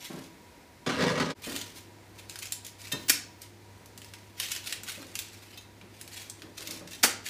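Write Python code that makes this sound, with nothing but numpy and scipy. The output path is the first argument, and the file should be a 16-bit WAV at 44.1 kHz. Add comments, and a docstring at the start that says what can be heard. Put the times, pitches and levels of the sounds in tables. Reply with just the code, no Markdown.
"""A steel tray is set down on a stove grate; a wire rack then scrapes into the oven, whose sheet metal booms.
The level dips to silence briefly; then hands crinkle a paper parcel and scissors snip its two twisted ends.
Scrape and crackle are coloured random grains, snaps and snips decaying noise, clinks and booms damped modes.
The tray clinks and rocks on the grate; a small tiled kitchen reverberates over soft air noise and hum."""
import sys
import numpy as np
from scipy import signal
from scipy.fft import rfft, irfft, next_fast_len
from scipy.io import wavfile
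from scipy.ndimage import map_coordinates

SR = 44100
rng = np.random.default_rng(int(sys.argv[2]) if len(sys.argv) > 2 else 0)


def master_out(mix):
    """Clip the mix to full scale and print it as 16-bit PCM to the path in sys.argv[1]."""
    frames = np.transpose(np.atleast_2d(mix))
    ceiling = np.clip(frames, -1, 1)
    pcm = np.round(ceiling * 32767).astype(np.int16)
    wavfile.write(sys.argv[1], SR, pcm)


N = 321533
TIME_S = np.arange(N) / SR
HIT_S = TIME_S[:SR // 2]  # time since a blow
DIP_S, TOP_HZ = 1.343, 15350

# Reverberation of the kitchen. Each row: frequency in Hz, t60 in s.
KITCHEN_T60 = [(150, 0.69), (600, 0.46), (2000, 0.4), (6000, 0.36), (14000, 0.18)]


def amp(db):
    """Decibels to gain."""
    return 10 ** (np.asarray(db) / 20)


def unit(x):
    """x at rms 1."""
    return x / np.sqrt(np.mean(x ** 2) + 1e-20)


def along(points, hz):
    """(Hz, value) points interpolated on a log frequency axis."""
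    f, v = np.transpose(points)
    return np.interp(np.log(hz + 1), np.log(f + 1), v)


def level(rows, column):
    """Gain over time of a dB curve, -120 dB outside its span."""
    rows = np.asarray(rows)
    return amp(np.interp(TIME_S, rows[:, 0], rows[:, column], left=-120, right=-120))


def wobble(rate):
    """A smooth random curve, rate knots a second."""
    knots = rng.standard_normal(int(N * rate / SR) + 4)
    return map_coordinates(knots, [TIME_S * rate])


def add(track, s, sound):
    """Mix a sound into the track at time s."""
    room = track[max(round(s * SR), 0):][:len(sound)]
    room += sound[:len(room)]


def coloured(x, spectrum, size=4096):
    """x through a minimum-phase filter of unit energy with this (Hz, dB) spectrum."""
    gain = amp(along(spectrum, np.fft.rfftfreq(size, 1 / SR)))
    cepstrum = irfft(np.log(gain + 1e-6))
    # fold the cepstrum to make the filter causal
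    cepstrum[1:size // 2] *= 2
    cepstrum[size // 2 + 1:] = 0
    kernel = irfft(np.exp(rfft(cepstrum)))
    return signal.fftconvolve(x, kernel / np.linalg.norm(kernel))[:len(x)]


def grains(rate, spread_db):
    """Random tiny impulses of very uneven size, rate a second, rms 1."""
    hits = (rng.random(N) < rate / SR) * rng.standard_normal(N)
    size_db = spread_db * np.clip(rng.standard_normal(N), -2, 2)
    return unit(hits * amp(size_db))


def patchy(x, depth_db, size):
    """The colour of x shifts at random over time and frequency, as when a point of contact moves; rms 1."""
    z = signal.stft(x, nperseg=512)[2]
    patch = np.outer(np.hanning(6), np.hanning(size))
    field = signal.fftconvolve(rng.standard_normal(z.shape), patch, mode="same")
    return unit(signal.istft(z * amp(depth_db * unit(field)), nperseg=512)[1][:len(x)])


def burst(t60):
    """A dying puff of noise for a flurry of micro-contacts."""
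    return rng.standard_normal(len(HIT_S)) * amp(-60 * HIT_S / t60)


def ring(modes):
    """Steel modes struck at new strengths, each decaying at its own t60, starting near rms 1."""
    hz, db, t60 = np.transpose(modes)[:, :, None]
    gain = amp(db + rng.normal(0, 1.2, db.shape))
    waves = np.sin(2 * np.pi * (hz * HIT_S + rng.random(hz.shape)))
    decaying = gain * waves * amp(-60 * HIT_S / t60)
    return np.sum(decaying, axis=0) / np.sqrt(np.sum(gain ** 2) / 2)


def rack():
    """The wire rack chatters along its runners, harder after each catch; every slip scrapes and shakes the oven."""
    # Catches on the runners. Each row: start in s, level in dB before trims.
    jolt_rows = [(0.864, -18), (0.89, -19.5), (1.011, -20), (1.023, -19), (1.091, -21), (1.177, -19.5),
                 (1.199, -17), (1.3, -26.5)]
    # Heavy knocks on the oven wall. Each row: start in s, level in dB before trim.
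    knock_rows = [(0.866, -22.5), (1.024, -23), (1.062, -22), (1.102, -24.5), (1.131, -25), (1.158, -30),
                  (1.201, -23.5)]
    # Colour of wire on runner. Each row: frequency in Hz, relative level in dB.
    scrape_colour = [(90, -22), (200, -2), (450, 5), (750, -4.5), (1100, -1.5), (1800, -4), (3000, -8.5),
                     (4500, -10), (6500, -16), (9500, -25), (15000, -38)]
    # one shove sends the rack in, then it coasts to rest
    shove_start_s, shove_length_s, coast_db_per_s = 0.862, 0.36, 170
    scrape_db, boom_db = -35.5, -36
    chatter_db, chatter_t60_s = -13.5, 0.25

    slips = grains(rate=2200, spread_db=2.0) * amp(2.8 * wobble(130))
    slips = patchy(slips, depth_db=3.0, size=7)
    coasting_s = np.maximum(TIME_S - shove_start_s - shove_length_s, 0)
    speed = (TIME_S > shove_start_s) * amp(-coast_db_per_s * coasting_s)
    jolts, pushes, chatter = np.zeros(N), np.zeros(N), np.zeros(N)
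    push = np.cos(2 * np.pi * 175 * HIT_S) * np.exp(-HIT_S / 0.0022)  # the wall gives and springs back
    for s, db in jolt_rows:
        add(jolts, s, amp(db - 10.0) * burst(t60=0.11))
        add(chatter, s, amp(db + chatter_db - 60 * HIT_S / chatter_t60_s))
    for s, db in knock_rows:
        add(pushes, s, amp(db - 8) * push)
    scraping = slips * np.hypot(amp(scrape_db) * speed, chatter) + jolts
    shaking = slips * amp(boom_db) * speed + amp(-5.5) * jolts + pushes
    return coloured(scraping, scrape_colour) + stove(shaking)


def stove(x):
    """x through the damped resonances of the stove's sheet metal, at unit energy."""
    # Each row: frequency in Hz, width in Hz, relative level in dB.
    stove_modes = [(91, 11.5, -4.5), (127, 13, -3), (164.4, 15, -1), (253, 16, 1), (294, 11, -0.5),
                   (436, 10, 1.5), (508, 14, -1.5), (583, 6.7, 5), (954, 23, -5), (970, 22, -0.5),
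                   (1242, 9.9, -9), (1475, 14, -5.5), (1680, 42, -14), (1820, 17, -2), (2295, 51, -19),
                   (2725, 44, -7)]
    body = np.zeros(len(HIT_S))
    for k, (hz, width_hz, db) in enumerate(stove_modes):
        decay = width_hz * np.exp(-np.pi * width_hz * HIT_S)
        body += (-1) ** k * amp(db) * decay * np.sin(2 * np.pi * hz * HIT_S)
    return signal.fftconvolve(x, body / np.linalg.norm(body))[:N]


def tray():
    """The loaded tray thuds softly on the grate, ringing its low modes; its rim rings when steel touches it."""
    # Colour of tray and grate together. Each row: frequency in Hz, relative level in dB.
    thud_colour = [(70, -17), (150, -1), (265, -0.5), (350, -2), (580, -3.5), (750, -13), (1200, -11),
                   (2500, -22), (8000, -45)]
    # Low modes of the tray resting on the grate. Each row: frequency in Hz, relative level in dB, t60 in s.
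    grate_modes = [(184, -9, 0.18), (250, -2, 0.16), (276, 0.5, 0.18), (325, -3.5, 0.2), (462, -8.5, 0.083),
                   (597, -5.5, 0.17), (783, -16.5, .15)]
    # Steel touching the rim. Each row: start in s, level in dB before trim.
    clink_rows = [(2.9176, -37), (2.921, -31), (2.9235, -29.5), (5.575, -42.5), (6.933, -42.5)]
    # Modes of the rim. Each row: frequency in Hz, relative level in dB, t60 in s.
    rim_modes = [(1420, -20, 0.1), (1824, 0, 0.075), (2633, -0.5, 0.093), (3140, -1.5, 0.12),
                 (3586, -6, 0.11), (3685, 3, 0.1), (3870, -6.5, 0.11), (4045, 0, 0.13), (4740, -15, .18),
                 (5220, -3.5, 0.084), (5739, -9, 0.11), (6330, -1, 0.078), (6750, -6.5, 0.11),
                 (7674, -8, .14)]
    blows, metal = np.zeros(N), np.zeros(N)
    cushion = 1 - np.exp(-HIT_S / 0.0031)
    for s, db in rocking(count=3):
        add(blows, s, amp(db - 8) * cushion * burst(t60=0.21))
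        add(metal, s, amp(db - 6.5) * cushion * ring(grate_modes))
    for s, db in clink_rows:
        add(metal, s, amp(db - 0.5) * (ring(rim_modes) + amp(2) * burst(t60=0.025)))
    return coloured(blows, thud_colour) + metal


def rocking(count):
    """(s, dB) of every contact: each bump repeats, weaker each time, as the tray settles."""
    # Each row: start in s, level in dB before trims, loss from rock to rock in dB.
    bump_rows = [(0.099, -32.5, 1.5), (1.466, -29.5, 3), (2.932, -29, 17), (4.973, -41, 2), (5.82, -46, 7),
                 (6.428, -38.5, 11), (6.59, -40.5, 8.5), (6.679, -38.5, 1.5), (6.806, -38, 8.5)]
    rock_s = 0.037  # from one contact to the next
    return [(s + k * rock_s, db - k * loss_db) for s, db, loss_db in bump_rows for k in range(count)]


def paper():
    """Clumps of fine crackles under the fingers, with single louder snaps as creases buckle, each its own colour."""
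    # Squeezes by fingers or blades. Each row: start in s, length in s, rustle in dB before trim.
    squeeze_rows = [(0.022, 0.033, -39.5), (0.093, 0.16, -49.5), (1.448, 0.16, -36), (1.657, 0.045, -47),
                    (1.76, 0.012, -42), (2.18, 0.018, -49.5), (2.307, 0.11, -48.5), (2.429, 0.021, -37.5),
                    (2.53, 0.02, -50), (2.651, 0.033, -47.5), (2.813, 0.24, -44), (3.428, 0.012, -47),
                    (4.03, 0.28, -57.5), (4.404, 0.14, -33), (4.661, 0.077, -39), (4.889, 0.011, -32.5),
                    (4.934, 0.26, -49), (5.19, 0.42, -49), (5.94, 0.56, -53), (6.144, 0.08, -41),
                    (6.586, 0.19, -41.5), (6.89, 0.17, -49), (6.921, 0.015, -44), (7.275, 0.01, -33.5)]
    # Stiff creases buckling. Each row: start in s, level in dB before trim, low-band offset in dB.
    snap_rows = [(1.5628, -23, -11), (1.6142, -26.5, -10), (2.2967, -30.5, -12), (2.3575, -31, -6.5),
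                 (2.389, -26, -16), (2.5222, -16.5, -19.5), (2.6484, -30.5, -15), (2.6658, -28, -17.5),
                 (3.4186, -30.5, -28), (3.8591, -40.5, -20), (3.9769, -32, -14), (4.0178, -36, -6),
                 (4.0457, -36.5, -9.5), (4.137, -34, -4), (4.3999, -18.5, -9), (4.5176, -20.5, -14.5),
                 (4.5627, -24, -9), (4.6723, -26.5, -6), (4.7252, -21, -7), (4.8344, -28, -14),
                 (5.028, -38, 6.5), (5.1542, -22.5, -8.5), (5.1901, -18, -16), (5.8132, -43.5, 7.5),
                 (6.0127, -29, -14), (6.0771, -34.5, -12), (6.2986, -28.5, -26), (6.42, -35.5, -2),
                 (6.6732, -26, -7), (6.7092, -23, -15), (6.8753, -35, -7)]
    # Colour of the sheet. Each row: frequency in Hz, relative level in dB.
    paper_colour = [(250, -44), (500, -14), (1000, -10.5), (1500, -4.5), (2400, 1.5), (4000, 0.5),
                    (6500, -2.5), (9200, -6), (15500, -11.5)]
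    spike_db = 10  # the instant of buckling, over the crackle that follows

    effort = np.sqrt(sum(squeeze(*row) ** 2 for row in squeeze_rows))
    crackle = grains(rate=7000, spread_db=3.5) * amp(3.16 * wobble(90))
    crackle = patchy(crackle, depth_db=3.0, size=6)
    sheet = amp(-4.0) * effort * crackle
    facets_hz = np.geomspace(1500, 15000, 14)
    for s, db, low_db in [*snap_rows, *creases(effort)]:
        snap = burst(t60=0.015) + amp(-7.0) * burst(t60=0.063)
        snap[0] += amp(spike_db)
        # each crease favours its own few frequencies
        tilt_db = along([(2500, low_db + 7), (7000, 0)], facets_hz)
        colour_db = tilt_db + rng.normal(0, 1.8, len(facets_hz))
        add(sheet, s, amp(db - 4.0) * coloured(snap, np.transpose([facets_hz, colour_db])))
    return coloured(sheet, paper_colour)


def squeeze(s, length_s, db):
    """Rustle gain of one squeeze: it builds up, eases as the paper gives, and is let go."""
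    grip_db_per_s, ease_db_per_s, let_go_db_per_s = 526, 15, 312
    t = TIME_S - s
    drop_db = grip_db_per_s * np.maximum(-t, 0)
    drop_db += ease_db_per_s * np.clip(t, 0, length_s)
    drop_db += let_go_db_per_s * np.maximum(t - length_s, 0)
    return amp(db - np.minimum(drop_db, 100))


def creases(effort):
    """Small creases give way at random, as strong as the squeeze then: (s, dB, low-band offset dB) rows."""
    rate_per_s, over_rustle_db, spread_db, low_db = 14, 7.5, 0.5, -14
    draws = rng.random((300, 2))
    times_s = np.cumsum(-np.log(1 - draws[:, 0])) / rate_per_s
    effort_db = 20 * np.log10(np.interp(times_s, TIME_S, effort, right=0) + 1e-9)
    snap_db = effort_db + over_rustle_db + spread_db * (2 * draws[:, 1] - 1)
    return [(s, db, low_db) for s, db in zip(times_s, snap_db) if db > -60]


def scissors():
    """The blades crack through the twisted paper and slam on their stop; the hand damps their ring."""
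    # Each row: start in s, level in dB before trim, t60 in s, low-band weight in dB.
    snip_rows = [(3.083, -33, .03, -9), (3.086, -28, 0.17, -8), (3.0963, -14, 0.041, -6.5),
                 (3.1001, -13, 0.029, -3), (7.0294, -27, 0.046, -20), (7.0334, -18, 0.052, -1),
                 (7.0366, -14, 0.091, 8)]
    # Colour of the blades. Each row: frequency in Hz, relative level in dB.
    blade_colour = [(70, -29), (150, -16.5), (260, -2.5), (450, -12.5), (730, -5), (1000, -7), (1400, -0.5),
                    (1900, -2), (2400, 1), (3200, -2.5), (5500, 0), (9000, -3), (15000, -7)]
    crack = np.zeros(N)
    for s, db, t60, weight_db in snip_rows:
        add(crack, s, amp(db + 1.5) * coloured(burst(t60), [(700, weight_db), (2500, 0)]))
    return coloured(crack, blade_colour)


def kitchen(x, early_db, late_db):
    """Hob and tiles answer at once, the room later; the noise-built answer is redrawn three times a second."""
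    wet = np.zeros(N)
    step = SR // 3
    for start in range(0, N, step):
        hz, t, z = signal.stft(rng.standard_normal(SR * 3 // 4), SR, nperseg=256)
        decay = amp(-60 * t / along(KITCHEN_T60, hz)[:, None])
        tail = signal.istft(z * decay, SR, nperseg=256)[1][:len(HIT_S)]
        early = burst(t60=0.057) * (HIT_S > .002)
        tail = tail * (1 - np.exp(-HIT_S / 0.015))
        answer = amp(early_db) * early / np.linalg.norm(early)
        answer += amp(late_db) * tail / np.linalg.norm(tail)
        add(wet, start / SR, signal.fftconvolve(x[start:start + step], answer))
    return x + wet


def wash(x, wet_db):
    """Pots and shelves scatter the treble into a diffuse, dying hiss: noise shaped by its smeared energy."""
    treble = signal.sosfilt(signal.butter(2, 1000, "high", fs=SR, output="sos"), x)
    hz, t, z = signal.stft(treble, SR, nperseg=256)
    lag_s = t[t < .7]
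    # the kernel smears energy, so its onset is squared and its decay doubled in dB
    decay = amp(-120 * lag_s / along(KITCHEN_T60, hz)[:, None]) * (1 - np.exp(-lag_s / 0.0034)) ** 2
    decay = decay / decay.sum(axis=1, keepdims=True)
    energy = np.abs(signal.fftconvolve(np.abs(z) ** 2, decay, axes=1))[:, :len(t)]
    hiss = patchy(rng.standard_normal(N), depth_db=0.5, size=16)
    noise = signal.stft(hiss, nperseg=256)[2]
    return amp(wet_db) * signal.istft(noise / noise.std() * np.sqrt(energy), nperseg=256)[1][:N]


def background():
    """Soft air noise, a motor's wavering hum, 30 dB weaker before the dip, and its thin fuzzy whine."""
    # Colour of the air noise. Each row: frequency in Hz, relative level in dB.
    air_colour = [(20, -75), (35, -21), (60, -14), (100, -9.5), (130, -16), (200, -13.5), (340, -13),
                  (550, -18.5), (950, -21.5), (1200, -26), (2100, -23), (3000, -30), (4000, -28.5),
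                  (15500, -40)]
    # Motor tones. Each row: frequency in Hz, peak level in dB, unsteadiness in Hz.
    hum_rows = [(100.3, -54.5, 1.4), (205.5, -72, 3.82), (341, -64.5, 8.25)]
    # Level of the whine. Each row: time in s, level in dB before trim.
    whine_rows = [(0, -59), (1.3, -61.5), (1.9, -62.5), (4.2, -64), (4.8, -65.5), (7.29, -68)]
    air_db, whine_hz, whine_knots_per_s = -54.5, 960, 36

    drift_db = 0.7 * wobble(4)
    air = amp(air_db + drift_db) * unit(coloured(rng.standard_normal(N), air_colour))
    hum = sum(amp(db) * tone(hz, drift_hz) for hz, db, drift_hz in hum_rows)
    hum_gain = np.where(TIME_S < DIP_S, amp(-30), 1)
    phase = 2 * np.pi * whine_hz * TIME_S
    # random sidebands make the whine fuzzy
    whine = wobble(whine_knots_per_s) * np.cos(phase) + wobble(whine_knots_per_s) * np.sin(phase)
    return air + hum_gain * hum + amp(-3.0) * level(whine_rows, column=1) * unit(whine)


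def tone(hz, drift_hz):
    """A sine that wavers in pitch and level."""
    phase = 2 * np.pi * np.cumsum(hz + drift_hz * wobble(25)) / SR
    return amp(0.76 * wobble(3.92)) * np.sin(phase)


def scene():
    """Rack and oven sound until the dip; tray, paper, scissors and background run throughout."""
    oven = kitchen(rack(), early_db=-7.0, late_db=-8) * (TIME_S < DIP_S)
    thuds = kitchen(tray(), early_db=-3.5, late_db=-9)
    cutting = scissors() + paper()
    hob = kitchen(cutting, early_db=-7.5, late_db=-11) + wash(cutting, wet_db=-8.0)
    return (oven + thuds + hob + background())[None]


def record(dry):
    """The level fades to silence and back around the dip; nothing passes above the band limit."""
    fade = np.clip(np.abs(TIME_S - DIP_S) / 0.029, 0, 1) ** 1.2
    size = next_fast_len(N + SR // 2)
    passband = np.fft.rfftfreq(size, 1 / SR) < TOP_HZ
    return irfft(rfft(dry * fade, size) * passband, size)[:, :N]


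dry = scene()
out = record(dry)
master_out(out)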